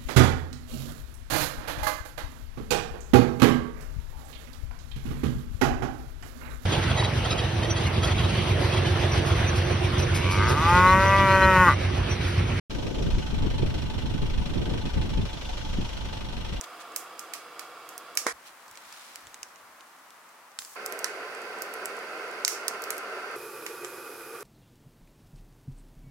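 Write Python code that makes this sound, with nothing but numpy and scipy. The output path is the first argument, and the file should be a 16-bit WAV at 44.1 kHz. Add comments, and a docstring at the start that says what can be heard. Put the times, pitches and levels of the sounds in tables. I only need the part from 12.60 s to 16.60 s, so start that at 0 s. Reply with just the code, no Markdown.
"""A four-cylinder diesel engine idles outdoors: each firing knocks and rattles the metal block,
a loose panel hums, fan and belts whirr, and the exhaust throbs.
A breeze buffets the microphone's left and right openings, easing in the last second or so.
Behind them a thin high hiss swells twice, and a small bird gives one faint falling chirp."""
import sys
import numpy as np
from scipy.fft import rfft, irfft, next_fast_len
from scipy.io import wavfile
from scipy.ndimage import map_coordinates

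SR = 44100
rng = np.random.default_rng(int(sys.argv[2]) if len(sys.argv) > 2 else 0)


def wav_out(sig):
    """Save sig, one row per channel (or a flat mono array), as 16-bit PCM at SR to the path in sys.argv[1]."""
    wavfile.write(sys.argv[1], SR, np.round(np.clip(np.atleast_2d(sig).T, -1, 1) * 32767).astype(np.int16))


N = 176400
TIME_S = np.arange(N) / SR
CYLINDERS, FIRING_HZ, FIRST_FIRING_S = 4, 25.134, .105
FIRINGS = int((N / SR - FIRST_FIRING_S) * FIRING_HZ) + 1


def amp(db):
    """Turn decibels into a number to multiply by."""
    return 10 ** (np.asarray(db) / 20)


def unit(x):
    """Scale a signal to an average strength (rms) of 1."""
    return x / np.sqrt(np.mean(x ** 2) + 1e-20)


def along(table, hz):
    """Read between a table's rows on a log frequency scale."""
    row_hz, values = np.transpose(table)
    return np.interp(np.log(hz + 1), np.log(row_hz + 1), values)


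def curves(table):
    """Give each column after the time one value per sample."""
    times, *columns = np.transpose(table)
    return [np.interp(TIME_S, times, column) for column in columns]


def wobble(rate):
    """A smooth curve through `rate` random values a second."""
    return map_coordinates(rng.standard_normal(int(N * rate / SR) + 4), [np.arange(N) * rate / SR])


def filtered(x, gain, causal=False):
    """Scale each frequency by gain(hz); a causal filter rings only after it is struck."""
    size = 2 * next_fast_len(N)
    response = gain(np.fft.rfftfreq(size, 1 / SR))
    if causal:
        cepstrum = irfft(np.log(np.maximum(response, 1e-6)), size)
        forward_only = np.r_[1, np.full(size // 2 - 1, 2), np.zeros(size // 2)]
        response = np.exp(rfft(cepstrum * forward_only))
    return irfft(rfft(x, size) * response, size)[..., :N]


def stereo(pair, likeness):
    """Blend two signals into left and right: likeness 1 is identical, 0 is unrelated."""
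    def blend(hz):
        angle = np.arccos(np.clip(along(likeness, hz), -1, 1)) / 2
        return np.array([np.cos(angle), np.sin(angle)])
    mid, side = filtered(pair, blend)
    return np.array([mid + side, mid - side])


def noise(tone, likeness):
    """Stereo noise of strength 1, shaped by a tone table."""
    shaped = filtered(rng.standard_normal((2, N)), lambda hz: amp(along(tone, hz)))
    return unit(stereo(shaped, likeness))


# The path of the chirp: time_s, pitch_hz, level_db
BIRD_CHIRP = [(1.78, 9800, -85), (1.795, 9620, -64), (1.81, 9200, -62), (1.818, 8300, -73),
              (1.827, 7600, -64), (1.84, 7900, -80)]
def bird():
    """A small bird whistles one faint, high, falling note."""
    pitch_hz, level_db = curves(BIRD_CHIRP)
    singing = (TIME_S > BIRD_CHIRP[0][0]) & (TIME_S < BIRD_CHIRP[-1][0])
    return amp(level_db) * np.sin(2 * np.pi * np.cumsum(pitch_hz) / SR) * singing


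# How alike left and right are, for hiss and engine: pitch_hz, likeness
AIR_LIKENESS = [(100, 1), (450, 0), (800, 0.9), (1300, 0.75), (2500, 0), (3500, 0.22), (8000, 0)]
# The hiss's two swells: time_s, level_db
HISS_LEVEL = [(.1, -55.5), (.45, -54.5), (.62, -53.5), (.8, -61), (2.5, -60), (2.85, -53), (3.35, -54.5),
              (3.6, -59.5), (4, -62)]
# Its tone: pitch_hz, gain_db
HISS_TONE = [(2000, -120), (3500, -8), (4600, 3), (6000, 5.5), (7100, 0), (8200, -16), (12000, -120)]
def hiss():
    """A thin high hiss swells and fades."""
    level_db, = curves(HISS_LEVEL)
    return amp(level_db) * noise(HISS_TONE, AIR_LIKENESS)


# Small swirls of air: time_s, peak_db, pitch_hz
WIND_SNAPS = [(.47, -13.5, 152), (0.541, -18, 45), (.828, -17.5, 275), (1.033, -8.5, 286),
              (1.371, -14, 53.6), (1.551, -12, 165), (1.788, -11.5, 45), (2.375, -11.5, 98.5),
              (2.594, -16, 80), (3.102, -24, 140), (3.188, -13.5, 206), (3.944, -25.5, 312)]
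def wind_snaps(shares=(.8, .15)):
    """Each swirl makes a short pulse of pressure that hits one microphone opening harder."""
    out = np.zeros((2, N))
    for time_s, peak_db, pitch_hz in WIND_SNAPS:
        phase = np.pi * pitch_hz * (TIME_S - time_s)
        pulse = (1 - 2 * phase ** 2) * np.exp(-phase ** 2)
        out += np.outer(rng.permutation(shares), amp(peak_db) * rng.choice([-1, 1]) * pulse)
    return out


# How each layer of wind rises and falls: time_s, relative_level_db
FLUTTER_LEVEL = [(.1, -39), (.3, -36.5), (.55, -35), (.68, -37.5), (.8, -31.5), (1.03, -36), (1.2, -36.5),
                 (1.35, -37), (1.6, -34), (1.85, -36.5), (2, -32.5), (2.26, -39), (2.31, -49), (2.4, -34.5),
                 (2.65, -35), (2.74, -47.5), (2.98, -48), (3.08, -43.5), (3.3, -48.5), (3.5, -45), (4, -43)]
WHOOSH_LEVEL = [(.1, -45), (.3, -36), (.5, -38.5), (.68, -62), (.85, -40.5), (1.05, -40.5), (1.3, -55.5),
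                (1.8, -55), (2, -37.5), (2.3, -48), (2.8, -69), (4, -59)]
RUMBLE_LEVEL = [(.1, -52), (.33, -45), (.48, -30), (.56, -26.5), (.64, -41), (.78, -28.5), (1.1, -30.5),
                (1.3, -35.5), (1.7, -33), (1.79, -29), (1.9, -37.5), (2.3, -39.5), (2.38, -25.5),
                (2.48, -41), (2.6, -23), (2.75, -50), (3.1, -32.5), (3.19, -33), (3.28, -37), (4, -39)]
# The tone of each layer: pitch_hz, gain_db
FLUTTER_TONE = [(30, -0.5), (70, -2), (110, -0.5), (170, -2.5), (260, -6.5), (400, -13.5), (650, -27.5),
                (1200, -35.5), (3000, -37.5), (9000, -120)]
WHOOSH_TONE = [(120, -42), (280, 2), (430, 3.5), (650, -4), (1100, -29), (3000, -61), (9000, -120)]
RUMBLE_TONE = [(12, 0.5), (27, 7), (45, 2.5), (70, -2), (120, -5.5), (250, -52), (1000, -120)]
# How alike the wind is left and right: pitch_hz, likeness
WIND_LIKENESS = [(40, 0.5), (90, 0.5), (140, 0.22), (240, -0.061), (400, -0.19)]
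# Sharp puffs of wind: time_s, relative_level_db, half_length_s
WIND_PUFFS = [(0.462, -31.5, 0.014), (0.585, -29, 0.014), (0.842, -41, 0.0057), (1.029, -24, 0.012),
              (1.635, -23, 0.0091), (1.99, -35.5, .012), (2.16, -26, .013), (2.264, -29.5, 0.026),
              (2.375, -27, 0.019), (2.599, -28, 0.0058), (3.203, -28.5, 0.036)]
def wind(flutter_boost_db=5, rumble_boost_db=2, deep_puff_db=-20):
    """Air on the microphone flutters and rumbles, with puffs in both; faster air adds a whoosh."""
    flutter_db, = curves(FLUTTER_LEVEL)
    whoosh_db, = curves(WHOOSH_LEVEL)
    rumble_db, = curves(RUMBLE_LEVEL)
    each_side_db = 3.5 * np.array([wobble(70), wobble(70)])
    both_sides_db = wobble(40)
    lumps = unit(amp(each_side_db + both_sides_db))
    puffs = sum(amp(db) * np.exp(-((TIME_S - s) / half_s) ** 2) for s, db, half_s in WIND_PUFFS)
    flutter = (amp(flutter_db + flutter_boost_db) * lumps + puffs) * noise(FLUTTER_TONE, WIND_LIKENESS)
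    whoosh = amp(whoosh_db) * lumps * noise(WHOOSH_TONE, WIND_LIKENESS)
    rumble_gain = amp(rumble_db + rumble_boost_db) + amp(deep_puff_db) * puffs
    return flutter + whoosh + rumble_gain * noise(RUMBLE_TONE, WIND_LIKENESS)


def panel(pitch_hz=874, level_db=-53.5, swell_db=4.5, peak_delay_s=.078):
    """The engine shakes a loose panel, whose hum swells once every four firings."""
    swell = np.cos(2 * np.pi * (TIME_S - FIRST_FIRING_S - peak_delay_s) * FIRING_HZ / CYLINDERS)
    gain = amp(level_db + swell_db * swell + .7 * wobble(FIRING_HZ))
    cycles = pitch_hz * TIME_S + .094 * wobble(FIRING_HZ)
    return gain * np.sin(2 * np.pi * cycles)


# The exhaust's low tones: multiple_of_firing_rate, level_db
EXHAUST_TONES = [(1, -43), (2, -41), (3, -49.5), (4, -62)]
def exhaust(waver_hz=4.05):
    """The exhaust throbs in time with the firings, each tone wavering in level."""
    out = np.zeros(N)
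    for multiple, level_db in EXHAUST_TONES:
        peak = np.sqrt(2) * amp(level_db + wobble(waver_hz))
        out += peak * np.sin(2 * np.pi * (multiple * FIRING_HZ * TIME_S + rng.random()))
    return out


# Notes the block and covers ring at: pitch_hz, width_hz, then strength_db for cylinders 1 to 4
BLOCK_NOTES = [(735, 35, 5, -5, 7, 5), (874, 28, -2, 3, 6, 3), (950, 22, -5, -1, 4, 4),
               (1210, 28, 1, -4, -4, -1), (1500, 26, -5, 2, 0, -2), (1588, 22, 2, 0, -5, -1),
               (2080, 35, -3, -8, -4, -12), (2275, 45, -2, -3, -14, -4), (2535, 50, 2, -4, 2, -2),
               (2842, 32, -2, 2, 1, 2), (2965, 60, 0, 0, -8, -5), (3186, 32, 2, 5, 7, 5),
               (3350, 70, -2, -1, 0, -2), (3550, 42, -3, 2, -4, 1), (3979, 38, -4, -3, -1, -4),
               (4112, 38, 0, -2, -1, -3), (4270, 60, -4, -7, 0, -3), (5620, 110, -2, -5, -3, -6)]
def block_gain(hz, cylinder=slice(None)):
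    """The metal boosts sound near its own notes, as struck by one cylinder or by all."""
    boost = sum(np.mean(amp(db)[cylinder] ** 2) / (1 + (2 * (hz - pitch_hz) / width_hz) ** 2)
                for pitch_hz, width_hz, *db in BLOCK_NOTES)
    return np.sqrt(1 + boost)


def ringing(attack_s=.0047, tilt_db_per_octave=.4, strength_scatter=.66, pitch_scatter=.00043):
    """Every firing rings the block like a bell, each cylinder with its own mix of notes."""
    t = np.arange(SR // 8) / SR
    hz, width_hz, *cylinder_db = np.transpose(BLOCK_NOTES)
    gain = width_hz * amp(tilt_db_per_octave * np.log2(hz / hz[0]))
    envelope = gain[:, None] * np.exp(-np.pi * width_hz[:, None] * t) * (1 - np.exp(-t / attack_s))
    # Complex numbers hold a note's strength and phase together.
    own_phase = np.exp(2j * np.pi * rng.random((CYLINDERS, len(hz))))
    side_phase = np.exp(1j * np.outer([.5, -.5], rng.standard_normal(len(hz))))
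    out = np.zeros((2, N + SR))
    for firing in range(FIRINGS):
        cylinder = firing % CYLINDERS
        real, imag, detune = rng.standard_normal((3, len(hz)))
        strike = own_phase[cylinder] + strength_scatter * (real + 1j * imag)
        strength = amp(cylinder_db[cylinder]) * strike
        notes = envelope * np.exp(2j * np.pi * np.outer(hz * (1 + pitch_scatter * detune), t))
        start = round((FIRST_FIRING_S + firing / FIRING_HZ) * SR)
        out[:, start:start + len(t)] += ((side_phase * strength) @ notes).real
    return unit(out[:, :N])


# The tone of fan and belts: pitch_hz, gain_db
WHIRR_TONE = [(100, -0.5), (170, 5), (250, 10.5), (310, 6.5), (450, -5), (850, 1.5), (1300, -2.5),
              (2000, -16.5), (3200, -1.5), (4700, -20.5), (5600, -71), (8000, -26), (11000, -22.5),
              (15000, -28)]
def whirr():
    """Fan and belts make a steady rush, coloured by the block."""
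    return unit(filtered(noise(WHIRR_TONE, AIR_LIKENESS), block_gain))


# How hard each cylinder knocks, in firing order: gain_db
CYLINDER_DB = [0.86, -2, 0.81, -0.68]
# The hits in one firing (fuel injection, burning, piston slap, valves): delay_s, gain_db
FIRING_HITS = [(-.0008, -3), (.002, -2), (.0045, -1), (.0075, -1.5), (.0115, -6), (.018, -9)]
# Their tone: pitch_hz, gain_db
KNOCK_TONE = [(150, -34), (330, -7.5), (550, 1), (800, -7.5), (1120, -12.5), (1540, -9), (1800, -9.5),
              (2300, -9), (3070, -7.5), (4150, -9.5), (4850, -15), (5650, -12.5), (6400, -21.5),
              (7500, -21.5), (10500, -29.5), (15500, -43.5)]
def knock(crack_s=.014, ring_s=.22, fresh_share=.45, spread_s=.0007, jitter_s=.00008, scatter_db=2.4):
    """Each cylinder has its own cluster of hits, which returns almost alike every fourth firing."""
    t = np.arange(SR // 8) / SR
    decay = amp(-60 * t / crack_s) + amp(-1 - 60 * t / ring_s)  # each falls 60 dB in its time
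    own_noise = rng.standard_normal((CYLINDERS, len(FIRING_HITS), 2, len(t)))
    own_delay_s = spread_s * rng.standard_normal((CYLINDERS, len(FIRING_HITS)))
    tracks = np.zeros((CYLINDERS, 2, N + SR))
    for firing in range(-1, FIRINGS):
        cylinder = firing % CYLINDERS
        firing_s = FIRST_FIRING_S + firing / FIRING_HZ
        for hit, (delay_s, gain_db) in enumerate(FIRING_HITS):
            start = round((firing_s + delay_s + own_delay_s[cylinder, hit] + jitter_s * rng.normal()) * SR)
            repeating = np.sqrt(1 - fresh_share) * own_noise[cylinder, hit]
            fresh = np.sqrt(fresh_share) * rng.standard_normal((2, len(t)))
            gain = amp(gain_db + CYLINDER_DB[cylinder] + scatter_db * rng.normal())
            tracks[cylinder, :, start:start + len(t)] += gain * decay * (repeating + fresh)
    out = np.zeros((2, N))
    for cylinder, track in enumerate(tracks):
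        tone = lambda hz: amp(along(KNOCK_TONE, hz)) * block_gain(hz, cylinder)
        out += filtered(track[:, :N], tone, causal=True)
    return unit(stereo(out, AIR_LIKENESS))


# How much louder the clatter is on the left: pitch_hz, left_minus_right_db
LEFT_LOUDER = [(300, 5.5), (740, -2.5), (1220, 5), (2010, 5), (3330, -2.5), (5500, 1.5), (9000, .5),
               (15000, -2.5)]
# How far its waves are ahead on the left: pitch_hz, lead_radians
LEFT_AHEAD = [(100, 0.9), (450, -1.78), (700, -2.03), (900, -1.05), (1200, 0.6), (1500, 0), (1900, -7),
              (2500, 1.43), (3000, 1.22), (4000, 2.2), (8000, 0.4)]
def engine(whirr_db=-46.5, knock_db=-42.5, ringing_db=-48):
    """The diesel's clatter reaches left and right unevenly, over the throb of its exhaust."""
    def placement(hz):
        gain = amp(np.outer([.5, -.5], along(LEFT_LOUDER, hz)))
        return gain * np.exp(1j * np.outer([.5, -.5], along(LEFT_AHEAD, hz)))
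    clatter = amp(whirr_db) * whirr() + amp(knock_db) * knock() + amp(ringing_db) * ringing() + panel()
    return filtered(clatter, placement) + exhaust()


def scene():
    """The engine idles in the breeze, with the hiss and the bird behind it."""
    return engine() + wind() + wind_snaps() + hiss() + bird()


def record(dry, start_s=.097, fade_s=.002, top_hz=15760):
    """Start after a moment of silence and cut off the very highest treble."""
    fade_in = np.clip((TIME_S - start_s) / fade_s, 0, 1)
    return filtered(dry * fade_in, lambda hz: hz < top_hz)


dry = scene()
out = record(dry)
wav_out(out)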